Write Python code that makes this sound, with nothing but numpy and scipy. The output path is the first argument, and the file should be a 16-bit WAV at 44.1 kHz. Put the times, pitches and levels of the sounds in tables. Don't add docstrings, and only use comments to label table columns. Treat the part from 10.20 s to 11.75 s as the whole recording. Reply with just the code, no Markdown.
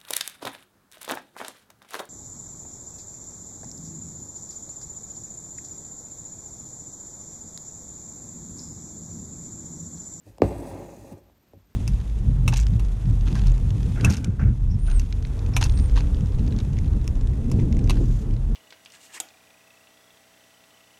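import sys
import numpy as np
from scipy import signal
from scipy.fft import rfft, irfft
from scipy.io import wavfile
from scipy.ndimage import uniform_filter1d

SR = 44100
rng = np.random.default_rng(int(sys.argv[2]) if len(sys.argv) > 2 else 0)


def wav_record(signal):
    frames = np.transpose(np.atleast_2d(signal))
    bounded = np.clip(frames, -1, 1)
    quanta = np.round(bounded * 32767).astype(np.int16)
    wavfile.write(sys.argv[1], SR, quanta)


def undo_db(level):
    steps = np.asarray(level, float) / 20
    return 10 ** steps


N = 68355

# [start_s, level_db, slowness_ratio, tick_db, ring_db]
EYE_POP = (.21927, -2.2, 1.0, -13, 0)
# [start_s, level_db, slowness_ratio, tick_db, ring_db]
TOUCHES = [(0.0668, -44.5, 1.25, -48, 13.5), (.1830, -37, 0.65, -1.5, 0), (0.1986, -44, 0.86, -45, 0),
           (0.203, -29.5, 1.63, -39, 3), (0.8446, -38, 0.95, -35, 8), (0.919, -36.5, 1.92, -40, 12),
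           (0.978, -66, 1.72, -9.5, -23.5), (1.086, -53.5, 0.79, -40, 2.5), (1.098, -50.5, 0.55, -39.5, -3),
           (1.3346, -41, 0.91, -15.5, 8), (1.373, -50.5, 2.04, -27, 4.5)]
# [pitch_hz, width_hz, level_db]
POP_TICK = [(1239.3, 160, 8.5), (1700, 700, 1), (2256, 810, -3), (4100, 1200, -10), (4630, 830, -20),
            (6340, 1200, -24), (8500, 1300, -28.5), (13600, 1800, -31.5)]
# [pitch_hz, width_hz, level_db]
TOUCH_TICK = [(2986, 900, -3), (5180, 1200, -3), (7000, 2000, -7), (9500, 1800, -11.5)]
# [pitch_hz, level_db, t60_s]
DRUM_MODES = [(60.5, -2.5, 0.4), (96, 4.5, 0.2), (151, -1, 0.13), (196.4, -7, .2), (258, -3.5, 0.11),
              (292, -0.5, 0.12), (348.6, -8, 0.26), (408, -11.5, 0.075), (425.8, -11, 0.2),
              (514, -6.5, 0.057), (549.4, -3, 0.13), (603, -25, .15), (685.5, -11.5, .1), (774, -7, 0.078)]
# [time_s, tension_db, speed_db]
PUSH_BEFORE = [(0.03, -78, -77), (0.076, -54.5, -63), (0.152, -66.5, -74.5), (0.164, -72, -82),
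               (0.178, -51, -68.5)]
# [time_s, tension_db, speed_db]
PULL_AFTER = [(0.24, -25.5, -57), (0.272, -31.5, -54.5), (0.352, -34.5, -61), (0.368, -37.5, -58.5),
              (0.45, -35.5, -58.5), (0.504, -39, -55.5), (0.522, -34.5, -61), (0.832, -49, -63),
              (0.926, -42.5, -59), (0.958, -54, -80.5), (0.978, -49, -66), (1.01, -59, -84.5),
              (1.2, -75, -98)]
# [pitch_hz, width_hz, level_db]
WEAVE_BANDS = [(560, 890, 6.5), (854, 125, -5), (1150, 120, -15), (2200, 1000, -26)]
# [pitch_hz, density_db]
FIBRE_HISS = [(2600, -17), (3300, -7.5), (5600, -6.5), (7000, -8), (10400, -11.5), (12800, -13),
              (14600, -9), (15800, -17)]
# [pitch_hz, width_hz, level_db, loudest_s]
FIBRE_SWINGS = [(4570, 1100, -14, 0.2), (6860, 2100, 0, 0.69), (8320, 1300, 2.5, .35),
                (9610, 2700, 1.5, .45), (11470, 900, -0.5, .3), (14700, 1300, -6.5, .55)]
# [pitch_hz, width_hz, level_db]
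HOLE_EDGE = [(1820, 450, -1), (2480, 450, -1.5)]
# [time_s, sway_db, upper_mode_over_lower_db]
HOOP_ROCKING = [
    [(0.05, -67, 6), (0.078, -52, 13), (0.106, -45, 3.5), (0.134, -54, -24), (0.155, -64, 0)],
    [(0.3, -52, -15), (0.36, -37.5, 4), (0.474, -45, -10), (0.534, -48, 9), (0.702, -52, -7),
     (0.758, -62, 5), (0.8, -48.5, 3), (1.168, -70, 0.5), (1.2, -83, -17)],
    [(1.36, -60, 9.5), (1.384, -56.5, 0), (1.418, -60, -6), (1.436, -68, -4), (1.46, -75.5, -2.5),
     (1.486, -66, -1), (1.5, -72, -14)],
]
HOOP_MODES_HZ = 54.2, 101.1
# [pitch_hz, width_hz]
CLOTH_DIPS = [(1420, 690), (3100, 510)]
# [pitch_hz, density_db]
ROOM_AIR = [(40, 1.5), (60, 0), (300, -6.5), (480, -13.5), (1500, -20.5), (6000, -28), (10500, -37),
            (15800, -41.5)]
# [pitch_hz, width_hz, level_db]
ROOM_FIZZ = [(13500, 1500, 6.5), (8400, 410, -18)]


def needle():
    out = np.zeros(N + SR)
    blows = [(*EYE_POP, POP_TICK)] + [(*touch, TOUCH_TICK) for touch in TOUCHES]
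    for start_s, *settings in blows:
        at = round(start_s * SR)
        out[at:at + SR // 2] += blow(*settings)
    return out[:N]


def blow(level_db, slowness, tick_db, ring_db, tick_colour):
    chirp_hz, spread_s, swell_s, pass_s = 972, .00215, .0011, .0055
    t = np.arange(SR // 2) / SR / slowness
    chirp = np.sin(2 * np.pi * chirp_hz * spread_s * np.log1p(t / spread_s))
    envelope = np.tanh(t / swell_s) * np.exp(-(t / pass_s) ** 3)
    scrape = .08 * rng.standard_normal(len(t)) * np.exp(-t / .0008)
    tick = sharp_bands((t == 0) + scrape, tick_colour)
    tick = undo_db(tick_db) * tick / abs(tick).max()
    tail = undo_db(ring_db - 16) * ring(DRUM_MODES, .005 * slowness)
    return undo_db(level_db) * (chirp * envelope + tick + tail)


def ring(modes, rise_s):
    lag_s = .0012
    t = np.arange(SR // 2) / SR
    tones = sum(undo_db(db - 60 * t / t60) * np.cos(2 * np.pi * hz * (t - lag_s)) for hz, db, t60 in modes)
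    return tones * (1 - np.exp(-(t / rise_s) ** 2))


def thread():
    tension, speed = hand(PUSH_BEFORE, PUSH_BEFORE[0][0]) + hand(PULL_AFTER, .22)
    snags = evened(clicks(2500, 1.5) * undo_db(1.2 * drift(45)))
    drum = snagged_drum(snags * tension)
    weave = crowded(sharp_bands(np.roll(snags, SR // 3), WEAVE_BANDS))
    fine = crowded(clicks(7000, 2.0))
    hole = evened(sharp_bands(fine, HOLE_EDGE))
    rub = fibres(fine) + undo_db(-5.5) * hole
    return undo_db(1) * drum + undo_db(-8.5) * tension * weave + speed * rub


def hand(points, start_s):
    time_s, *controls = np.transpose(points)
    t = np.arange(N) / SR
    onset = np.clip((t - start_s) / .003, 0, 1)
    return np.array([undo_db(np.interp(t, time_s, db, right=-90)) * onset for db in controls])


def snagged_drum(push):
    damped = [(hz, db, 0.26 * t60) for hz, db, t60 in DRUM_MODES[2:]]
    response = ring(damped, 0.0024)
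    drum = signal.fftconvolve(push, response / np.linalg.norm(response))[:N]
    drum = signal.lfilter(*signal.butter(1, 220, "high", fs=SR), drum)
    return signal.sosfilt(signal.butter(4, 900, fs=SR, output="sos"), drum)


def fibres(fine):
    swing_s, swing_db = .17, 9
    t = np.arange(N) / SR
    hiss = undo_db(5.0) * fine
    for hz, width, db, loudest_s in FIBRE_SWINGS:
        swing = undo_db(swing_db * np.exp(-((t - loudest_s) / swing_s) ** 2))
        hiss = hiss + sharp_bands(fine, [(hz, width, db)]) * swing
    return coloured(FIBRE_HISS, hiss) * undo_db(1.0 * drift(60))


def crowded(x):
    t60_s, tail_db = .07, -8
    t = np.arange(SR // 8) / SR
    tail = rng.standard_normal(len(t)) * undo_db(-60 * t / t60_s)
    dense = signal.fftconvolve(x, tail / np.linalg.norm(tail))[:len(x)]
    return evened(x + undo_db(tail_db) * dense)


def hoop():
    t = np.arange(N) / SR
    low, high = (hoop_mode(hz) for hz in HOOP_MODES_HZ)
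    out = np.zeros(N)
    for rocking in HOOP_ROCKING:
        time_s, sway_db, upper_db = np.transpose(rocking)
        level = undo_db(np.interp(t, time_s, sway_db + 0.5, left=-99, right=-99))
        level = uniform_filter1d(level, size=600)
        upper = undo_db(np.interp(t, time_s, np.minimum(upper_db, 12)))
        out += level * (low + upper * high)
    return out


def hoop_mode(hz):
    phase = 2 * np.pi * np.cumsum(hz * (1 + .04 * drift(8))) / SR
    return np.sin(phase) * undo_db(1.5 * drift(15))


def room():
    air = coloured(ROOM_AIR, rng.standard_normal(N)) * undo_db(-63 + 1.2 * drift(13.6))
    crackle = clicks(1400, 2.5) * undo_db(3 * drift(70))
    fizz = bands(bands(crackle, ROOM_FIZZ), ROOM_FIZZ)
    return air + undo_db(-76.5) * evened(fizz)


def evened(x):
    return x / np.sqrt(np.mean(x ** 2) + 1e-20)


def coloured(points, x):
    f, db = np.transpose(points)
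    hz = np.fft.rfftfreq(len(x), 1 / SR) + 1
    bass_cut = np.clip(hz / f[0], 0, 1) ** 3
    gain = undo_db(np.interp(np.log(hz), np.log(f), db)) * bass_cut
    return evened(irfft(rfft(x) * gain, len(x)))


def bands(x, table):
    out = 0
    for k, (hz, width, db) in enumerate(table):
        peak = signal.iirpeak(min(hz, .45 * SR), hz / width, SR)
        out = out + (-1) ** k * undo_db(db) * signal.lfilter(*peak, x)
    return out


def sharp_bands(x, table):
    return sum(bands(bands(x, [(hz, width, 0)]), [(hz, width, db)]) for hz, width, db in table)


def drift(rate_hz):
    return evened(signal.lfilter(*signal.butter(2, rate_hz, fs=SR), rng.standard_normal(N)))


def clicks(per_s, spread_db):
    chance, side, size = rng.random((N, 3)).T
    return (chance < per_s / SR) * np.sign(side - .5) * undo_db(-spread_db * np.log(size + .01))


def scene():
    cloth = needle() + thread() + hoop()
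    for hz, width in CLOTH_DIPS:
        cloth = cloth - 0.66 * bands(cloth, [(hz, width, 0)])
    return (cloth + room())[None]


def low_pass(x):
    return signal.sosfilt(signal.butter(12, 16440, fs=SR, output="sos"), x)


def record(dry):
    heard = signal.sosfilt(signal.butter(6, 44, "high", fs=SR, output="sos"), dry)
    top_cut = signal.firwin(401, 15850, window=("kaiser", 9), fs=SR)
    mix = signal.oaconvolve(heard, top_cut[None], "same")
    return low_pass(mix)


dry = scene()
out = record(dry)
wav_record(out)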